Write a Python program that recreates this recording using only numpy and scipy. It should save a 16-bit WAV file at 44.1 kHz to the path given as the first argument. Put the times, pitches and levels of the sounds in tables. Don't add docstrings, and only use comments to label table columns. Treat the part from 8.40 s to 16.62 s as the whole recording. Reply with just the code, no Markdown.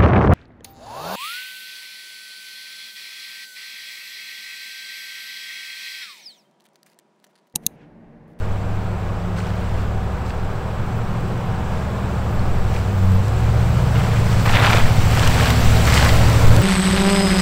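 import sys
import numpy as np
from scipy import signal
from scipy.io import wavfile
from scipy.ndimage import uniform_filter1d

SR = 44100
rng = np.random.default_rng(int(sys.argv[2]) if len(sys.argv) > 2 else 0)


def convert_level_to_amplitude(level_db):
    exponent = np.asarray(level_db, float) / 20
    return 10 ** exponent


def wrap_up_sound(samples):
    columns = np.atleast_2d(samples).T
    tamed = np.clip(columns, -1, 1)
    steps = np.round(tamed * 32767).astype(np.int16)
    wavfile.write(sys.argv[1], SR, steps)


N = 362502

# [t/s, firing rate/Hz]
FIRING_RATE = [(0, 99.5), (.3, 101.6), (.8, 99.8), (1.5, 102.6), (1.75, 106.4), (2.25, 109.8), (3.2, 115),
               (4.18, 113.9), (4.45, 99.6), (4.65, 94), (4.75, 93), (4.95, 108.3), (5.1, 113),
               (5.35, 114.5), (6.05, 111.4), (6.8, 108.6), (7.35, 108.3), (8.22, 112.3)]
# [f/Hz, density/dB per Hz]
HISS_SPECTRUM = [(1200, -3), (1600, -3.5), (2200, -3.5), (3000, -6.5), (3800, -9), (4500, -8.5),
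                 (5000, -11), (7000, -12.5), (8100, -10), (8800, -23), (10000, -19.5), (11500, -24),
                 (14000, -21.5), (16000, -21)]


def rms_one(x):
    return x / np.sqrt(np.mean(x ** 2) + 1e-20)


def in_time(rows):
    s, *columns = np.transpose(rows)
    return [np.interp(np.arange(N) / SR, s, c) for c in columns]


def at_hz(points, hz):
    f_hz, level_db = np.transpose(points)
    return np.interp(np.log(hz), np.log(f_hz), level_db)


def drift(rate_hz):
    r = np.exp(-2 * np.pi * rate_hz * 40 / SR)
    white = rng.standard_normal(N // 40 + 2002)
    slow = signal.lfilter([1], [1, -2 * r, r * r], white)[2000:]
    return np.interp(np.arange(N) / 40, np.arange(len(slow)), rms_one(slow))


def bell(centre_s, half_s):
    return np.exp(-((np.arange(N) / SR - centre_s) / half_s) ** 2)


def passing(abeam_s, level_db, steepness, afar_db):
    pass_s = 1.104
    nearness = 1 / (1 + ((np.arange(N) / SR - abeam_s) / pass_s) ** 2)
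    return 10 * np.log10(convert_level_to_amplitude(level_db) ** 2 * nearness ** steepness + convert_level_to_amplitude(afar_db) ** 2)


def ring(clicks, hz, t60_s):
    r, w = convert_level_to_amplitude(-60 / (t60_s * SR)), 2 * np.pi * hz / SR
    return signal.lfilter([0, np.sin(w)], [1, -2 * r * np.cos(w), r * r], clicks + 1e-18)


def tone(turns, level_db):
    return np.sqrt(2) * convert_level_to_amplitude(level_db) * np.sin(2 * np.pi * (turns + rng.random()))


def noise(spectrum, patchy_db, count):
    edges_hz = np.geomspace(spectrum[0][0], spectrum[-1][0], count + 1)
    white, together, out = rng.standard_normal((2, N)), drift(11), 0
    for k, (low, high) in enumerate(zip(edges_hz, edges_hz[1:])):
        sos = signal.butter(2, [low, high], "band", fs=SR, output="sos")
        band = signal.sosfilt(sos, white[k % 2])
        flicker_db = patchy_db * (0.16 * together + 1.16 * drift(27))
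        out = out + band * convert_level_to_amplitude(at_hz(spectrum, np.sqrt(low * high)) + flicker_db)
    return rms_one(out)


def grains(per_s, spread_db, pitches_hz, spectrum, cycles):
    sizes = convert_level_to_amplitude(spread_db * np.minimum(rng.exponential(1, N), 4)) * rng.choice([-1, 1], N)
    born = rng.random(N) < per_s * convert_level_to_amplitude(2.2 * drift(50)) / SR
    dealt = rng.integers(0, len(pitches_hz), N)
    out = 0
    for k, hz in enumerate(pitches_hz):
        clicks = sizes * born * (dealt == k)
        out = out + convert_level_to_amplitude(at_hz(spectrum, hz)) * np.sqrt(hz) * ring(clicks, hz, cycles / hz)
    return rms_one(out)


def engine():
    # [t/s, block as order 8/dB, tailpipe as order 5/dB]
    main_orders = [(0, -25.5, -31.5), (1.0, -26.5, -31), (1.5, -25, -24.5), (1.8, -33.5, -28),
                   (2.25, -29, -31.5), (3.0, -26.5, -35), (3.3, -30, -27), (3.75, -29, -25.5),
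                   (4.15, -26.5, -27.5), (4.3, -24, -21.5), (4.5, -18.5, -31), (4.75, -12.5, -36),
                   (4.85, -21, -26), (4.96, -18.5, -20.5), (6.3, -18, -26.5), (7.05, -18.5, -19),
                   (7.55, -19.5, -17), (7.95, -14, -19.5)]
    # [order, far level/dB, lobe level/dB, lobe arrival/s, lobe half length/s]
    side_orders = [(3, -40, -30, 6, 1.1), (6, -36.5, -30, 7.4, 1.8), (9, -43, -30, 7.7, 3.9),
                   (10, -48, -28.5, 5.83, 1.3), (11, -48, -34, 3.1, 1.3), (12, -43, -28, 7.8, 1.3),
                   (13, -66, -29.5, 6.17, 1.4), (14, -63, -32.5, 0.84, 1.45), (12, -70, -27.5, 5.5, .5),
                   (13, -70, -34, 3.3, 1.8), (14, -70, -33.5, 3.54, 1.07), (18, -70, -39, 6.15, 0.35),
                   (16, -47, -37, 8, 1.1), (18, -58, -31, 7.13, 0.6), (20, -62, -33, 8.05, 0.45)]
    firing_db, exhaust_db = in_time(main_orders)
    firing_hz = in_time(FIRING_RATE)[0]
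    turns = np.cumsum(firing_hz) / 8 / SR

    first_null_s, null_every_s = 0.65, 2.23
    echo = 0.97 * np.exp(2j * np.pi * (np.arange(N) / SR - first_null_s) / null_every_s)
    seventh_db = passing(abeam_s=8, level_db=-23, steepness=0.57, afar_db=-60)
    seventh_db = seventh_db + 20 * np.log10(np.abs(1 - echo) / 2)
    overtone_db = firing_db - 16.5 - (firing_hz - 100)

    out = tone(8 * turns, firing_db + 0.6 * drift(6))
    out += tone(5 * turns, exhaust_db + 0.8 * drift(4))
    out += tone(7 * turns + 0.2 * drift(0.6), seventh_db + 1.2 * drift(4))
    out += tone(16 * turns, overtone_db)
    for order, far_db, lobe_db, arrives_s, lasts_s in side_orders:
        slip = 0.13 * drift(0.6)
        level_db = 20 * np.log10(convert_level_to_amplitude(far_db) + convert_level_to_amplitude(lobe_db) * bell(arrives_s, lasts_s))
        out += tone(round(order) * turns + slip, level_db + 1.16 * drift(2.5))
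    return out


def rolling():
    # [f/Hz, density/dB per Hz]
    rumble_spectrum = [(22, -7.5), (35, -1.5), (50, -5), (75, -4.5), (105, 1), (145, -6.5), (195, -4.5),
                       (230, -12), (300, -27), (340, -22)]
    # [f/Hz, density/dB per Hz]
    roar_spectrum = [(230, -2.5), (320, -5), (400, -3), (470, -1.5), (600, -1.5), (800, -3.5), (1100, -5),
                     (1600, -10.5), (1800, -16.5), (2400, -18.5), (4000, -28.5)]
    rumble_db = passing(abeam_s=8, level_db=-21.5, steepness=0.66, afar_db=-38)
    roar_db = passing(abeam_s=8.5, level_db=-23, steepness=0.73, afar_db=-34.5)
    hiss_db = passing(abeam_s=7.5, level_db=-26.54, steepness=1.72, afar_db=-49.54)
    roar_db = roar_db + 0.08 * (in_time(FIRING_RATE)[0] - 112)
    rumble = convert_level_to_amplitude(rumble_db) * noise(rumble_spectrum, patchy_db=0.36, count=11)
    roar = convert_level_to_amplitude(roar_db) * (noise(roar_spectrum, patchy_db=0.54, count=20) + blade())
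    hiss = convert_level_to_amplitude(hiss_db) * noise(HISS_SPECTRUM, patchy_db=1.06, count=30)
    return rumble + roar + hiss


def blade():
    # [f/Hz, t60/s, level in the roar afar/dB, level when passing/dB]
    modes = [(369.4, 0.14, -11, -37.5), (436, 0.1, -18, -12.5), (468.4, 0.2, -13, -10.5),
             (553, 0.13, -35, -7), (634.6, 0.28, -19, -11.5), (762.6, 0.46, -13, -16.5),
             (7800, .012, -38, -38)]
    abeam, out = np.clip((np.arange(N) / SR - 4.5) / 4.34, 0, 1), 0
    for hz, t60_s, far_db, near_db in modes:
        shake = rms_one(ring(rng.standard_normal(N), hz, t60_s))
        out = out + convert_level_to_amplitude(far_db + abeam * (near_db - far_db) + 1.37 * drift(0.98)) * shake
    return out


def tread():
    # [t/s, f/Hz, level/dB]
    hum = [
        (4.8, 128, -45),
        (5.3, 132, -26),
        (5.9, 139, -38),
        (6.5, 147, -26),
        (7.1, 143, -30),
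        (7.6, 141, -28),
        (8.0, 143, -25),
        (8.22, 142, -28),
    ]
    hz, level_db = in_time(hum)
    turns = np.cumsum(hz * (1 + 0.00705 * drift(3.74))) / SR
    return tone(turns, level_db + 1.8 * drift(8.9))


def crunch():
    # [t/s, length/s, level/dB, ice relative to level/dB]
    ridges = [(0.967, 0.039, -37, -3), (1.04, .07, -37.5, -8), (1.12, 0.3, -41.5, -6),
              (1.855, 0.05, -52, 6), (3.315, 0.069, -42, -7), (4.285, .03, -41, -6),
              (4.335, 0.053, -38.5, -1.5), (5.025, 0.039, -40, -20), (5.553, 0.055, -30.5, -10),
              (5.62, .07, -36, -4), (5.71, 0.076, -32, -9), (5.86, 0.063, -33.5, -0.5),
              (5.975, 0.078, -35, -1), (6.06, .09, -20, -11), (6.14, .08, -17.5, -18),
              (6.221, 0.049, -15, -12), (6.275, 0.11, -17.5, -9), (6.395, .07, -25.5, -9),
              (6.703, .04, -29.5, -7), (6.77, 0.11, -24.5, -4), (6.9, .08, -24, -9),
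              (6.978, 0.11, -21, -6.5), (7.15, .03, -31, -8), (7.405, .06, -43, -7), (7.47, .06, -21.5, -5),
              (7.523, 0.065, -19.5, -1.5), (7.6, 0.076, -20.5, -6.5), (7.73, .04, -29.5, -4)]
    # [f/Hz, level/dB]
    lump_spectrum = [(600, -9), (800, 0.5), (1200, 1.5), (2200, 2), (3200, 0), (4500, -21)]
    # [abeam t/s, level/dB, steepness, level from afar/dB]
    rear_scraper = (8.5, -42.5, 1.6, -79)
    rise_s, fall_db_per_s = 0.0079, 250
    t, gains = np.arange(N) / SR, np.zeros((3, N))
    for start_s, length_s, level_db, ice_db in ridges:
        rise = np.clip((t - start_s) / rise_s + 1, 0, 1)
        fall = convert_level_to_amplitude(-fall_db_per_s * np.clip(t - start_s - length_s, 0, 1))
        mix_db = np.array([[-1.5], [ice_db - 6.5], [0.6 * ice_db - 22]])
        gains = np.maximum(gains, convert_level_to_amplitude(level_db + mix_db) * rise * fall)
    lumps = grains(1900, 3.3, np.geomspace(600, 4500, 14), lump_spectrum, cycles=11)
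    ice = grains(3500, 3.3, np.geomspace(4200, 8200, 8), HISS_SPECTRUM, cycles=22)
    spray = grains(3000, 3.6, np.geomspace(9000, 15500, 8), HISS_SPECTRUM, cycles=18)
    return gains[0] * lumps + gains[1] * ice + (gains[2] + convert_level_to_amplitude(passing(*rear_scraper))) * spray


def cracks():
    # [t/s, peak/dB, f/Hz]
    lumps = [(0.985, -28, 1510), (1.068, -28, 1580), (1.8634, -29, 1550), (1.9048, -25, 1590),
             (3.9937, -31, 4300), (4.363, -22.5, 2480), (4.881, -28, 1540), (5.557, -22, 2880),
             (5.997, -18, 1500), (6.059, -15, 1520), (6.1365, -13, 1520), (6.1694, -18, 2430),
             (6.26, -7, 1480), (6.267, -7.5, 2430), (6.2994, -11, 2320), (6.331, -6, 2260),
             (6.372, -12, 2450), (6.772, -18, 1520), (6.7952, -16, 2550), (6.8334, -11, 1600),
             (6.874, -12.5, 3030), (6.999, -12, 1580), (7.0574, -12, 1500), (7.104, -12, 1980),
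             (7.4734, -14, 1940), (7.576, -7, 2000), (7.626, -9, 1600), (7.6504, -11, 1470),
             (7.6914, -8, 2060), (7.8997, -22, 1490)]
    # [t/s, peak/dB, f/Hz]
    stone = (6.347, 0.5, 500)
    out, tail_s = np.zeros(N + 1024), np.arange(1024) / SR
    sos = signal.butter(3, [1600, 4800], "band", fs=SR, output="sos")
    for s, level_db, hz in [stone, *lumps]:
        body = np.sin(2 * np.pi * hz * tail_s) * np.exp(-tail_s / 0.0018)
        splinters = signal.sosfilt(sos, rng.standard_normal(1024))
        puff = (hz > 1000) * splinters * np.exp(-tail_s / 0.003)
        rise = np.minimum(tail_s * hz / 0.9, 1)
        i = round(s * SR)
        out[i:i + 1024] += convert_level_to_amplitude(level_db + 1) * (body + puff) * rise
    return out[:N]


def ticks():
    # [t/s, peak/dB]
    specks = [(4.3335, -40), (4.348, -35), (4.7192, -32), (4.8816, -29), (5.9189, -30), (6.2597, -26),
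              (6.3101, -23), (6.3719, -23), (6.7121, -23), (6.7526, -21), (6.7953, -19), (6.8264, -21),
              (6.8758, -13), (6.9451, -22), (7.1048, -14), (7.454, -18), (7.4674, -19), (7.5413, -13.5),
              (7.648, -16), (7.6869, -13), (7.7214, -19), (7.899, -20), (8.0716, -23), (8.1645, -15.5)]
    out, tail_s = np.zeros(N + 256), np.arange(256) / SR
    for s, level_db in specks:
        i = round(s * SR)
        out[i:i + 256] += convert_level_to_amplitude(level_db + 4) * rng.standard_normal(256) * np.exp(-tail_s / 0.001)
    sos = signal.butter(1, [2500, 8500], "band", fs=SR, output="sos")
    return signal.sosfilt(sos, out[:N])


def squeaks():
    # [start t/s, end t/s, f/Hz, level/dB]
    bursts = [
        (.33, .37, 14300, -64),
        (2.55, 2.6, 14300, -62),
        (3.89, 3.96, 14090, -56),
        (4.52, 4.61, 14280, -56),
        (4.62, 4.78, 14370, -54),
        (5.33, 5.36, 14230, -57),
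        (5.45, 5.49, 14300, -57),
        (6.018, 6.075, 14200, -47),
    ]
    t, out, flutter = np.arange(N) / SR, 0, convert_level_to_amplitude(2.5 * drift(30))
    for start_s, end_s, hz, level_db in bursts:
        whistle = rms_one(ring(ring(rng.standard_normal(N), hz, 0.009), hz, 0.009))
        whistle = flutter * whistle / np.sqrt(uniform_filter1d(whistle ** 2, size=400) + 0.1)
        fade = np.clip(np.minimum(t - start_s, end_s - t) / 0.012, 0, 1)
        out = out + convert_level_to_amplitude(level_db) * whistle * fade
    return out


def wind():
    # [t/s, peak/dB, half length/s]
    gust_table = [(0.072, -20.5, .1), (.36, -25, 0.13), (.77, -30, 0.11), (1.46, -23, 0.18),
                  (2.06, -25, 0.13), (2.4, -27, .06), (2.7, -27, .2), (3.28, -28.5, .2), (4.137, -15, 0.19),
                  (4.7, -19, .15), (5.053, -22, .08), (5.23, -24, .05), (5.95, -22, .25), (6.131, -19, .05),
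                  (6.43, -7, 0.065), (6.615, -13, .05), (6.87, -15, 0.12), (7.267, -10, 0.041),
                  (7.37, -12, 0.072), (7.798, -14, 0.19), (8.1, -5, .06)]
    calm_db = -33.5
    sos = signal.butter(2, [6.5, 14], "band", fs=SR, output="sos")
    lumps = rms_one(signal.sosfilt(sos, rng.standard_normal(N + SR))[SR:])
    spread = np.sqrt(uniform_filter1d(lumps ** 2, size=SR // 6) + 0.05)
    gusts = convert_level_to_amplitude(calm_db) + sum(convert_level_to_amplitude(peak_db) * bell(s, half_s) for s, peak_db, half_s in gust_table)
    return convert_level_to_amplitude(-1.5) * gusts * lumps / spread


def scene():
    snow = crunch() + cracks() + ticks()
    delayed = np.pad(snow, (round(0.035 * SR), 0))[:N]
    echo = convert_level_to_amplitude(-8) * signal.lfilter([0.4], [1, -0.6], delayed)
    return (engine() + rolling() + tread() + snow + echo + squeaks() + wind())[None]


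def low_pass(x):
    return signal.sosfilt(signal.butter(12, 15980, fs=SR, output="sos"), x)


def record(dry):
    # [f/Hz, width/Hz, depth 0-1]
    notches = [
        (6620, 440, 0.38),
        (10500, 570, 0.7),
    ]
    for hz, width_hz, depth in notches:
        dry = dry - depth * signal.lfilter(*signal.iirpeak(hz, hz / width_hz, fs=SR), dry)
    rounded = dry / (1 + (dry / 1.02) ** 6) ** (1 / 6)
    sos = signal.ellip(10, 0.5, 70, 15740, fs=SR, output="sos")
    mix = signal.sosfilt(sos, rounded)
    return low_pass(mix)


dry = scene()
out = record(dry)
wrap_up_sound(out)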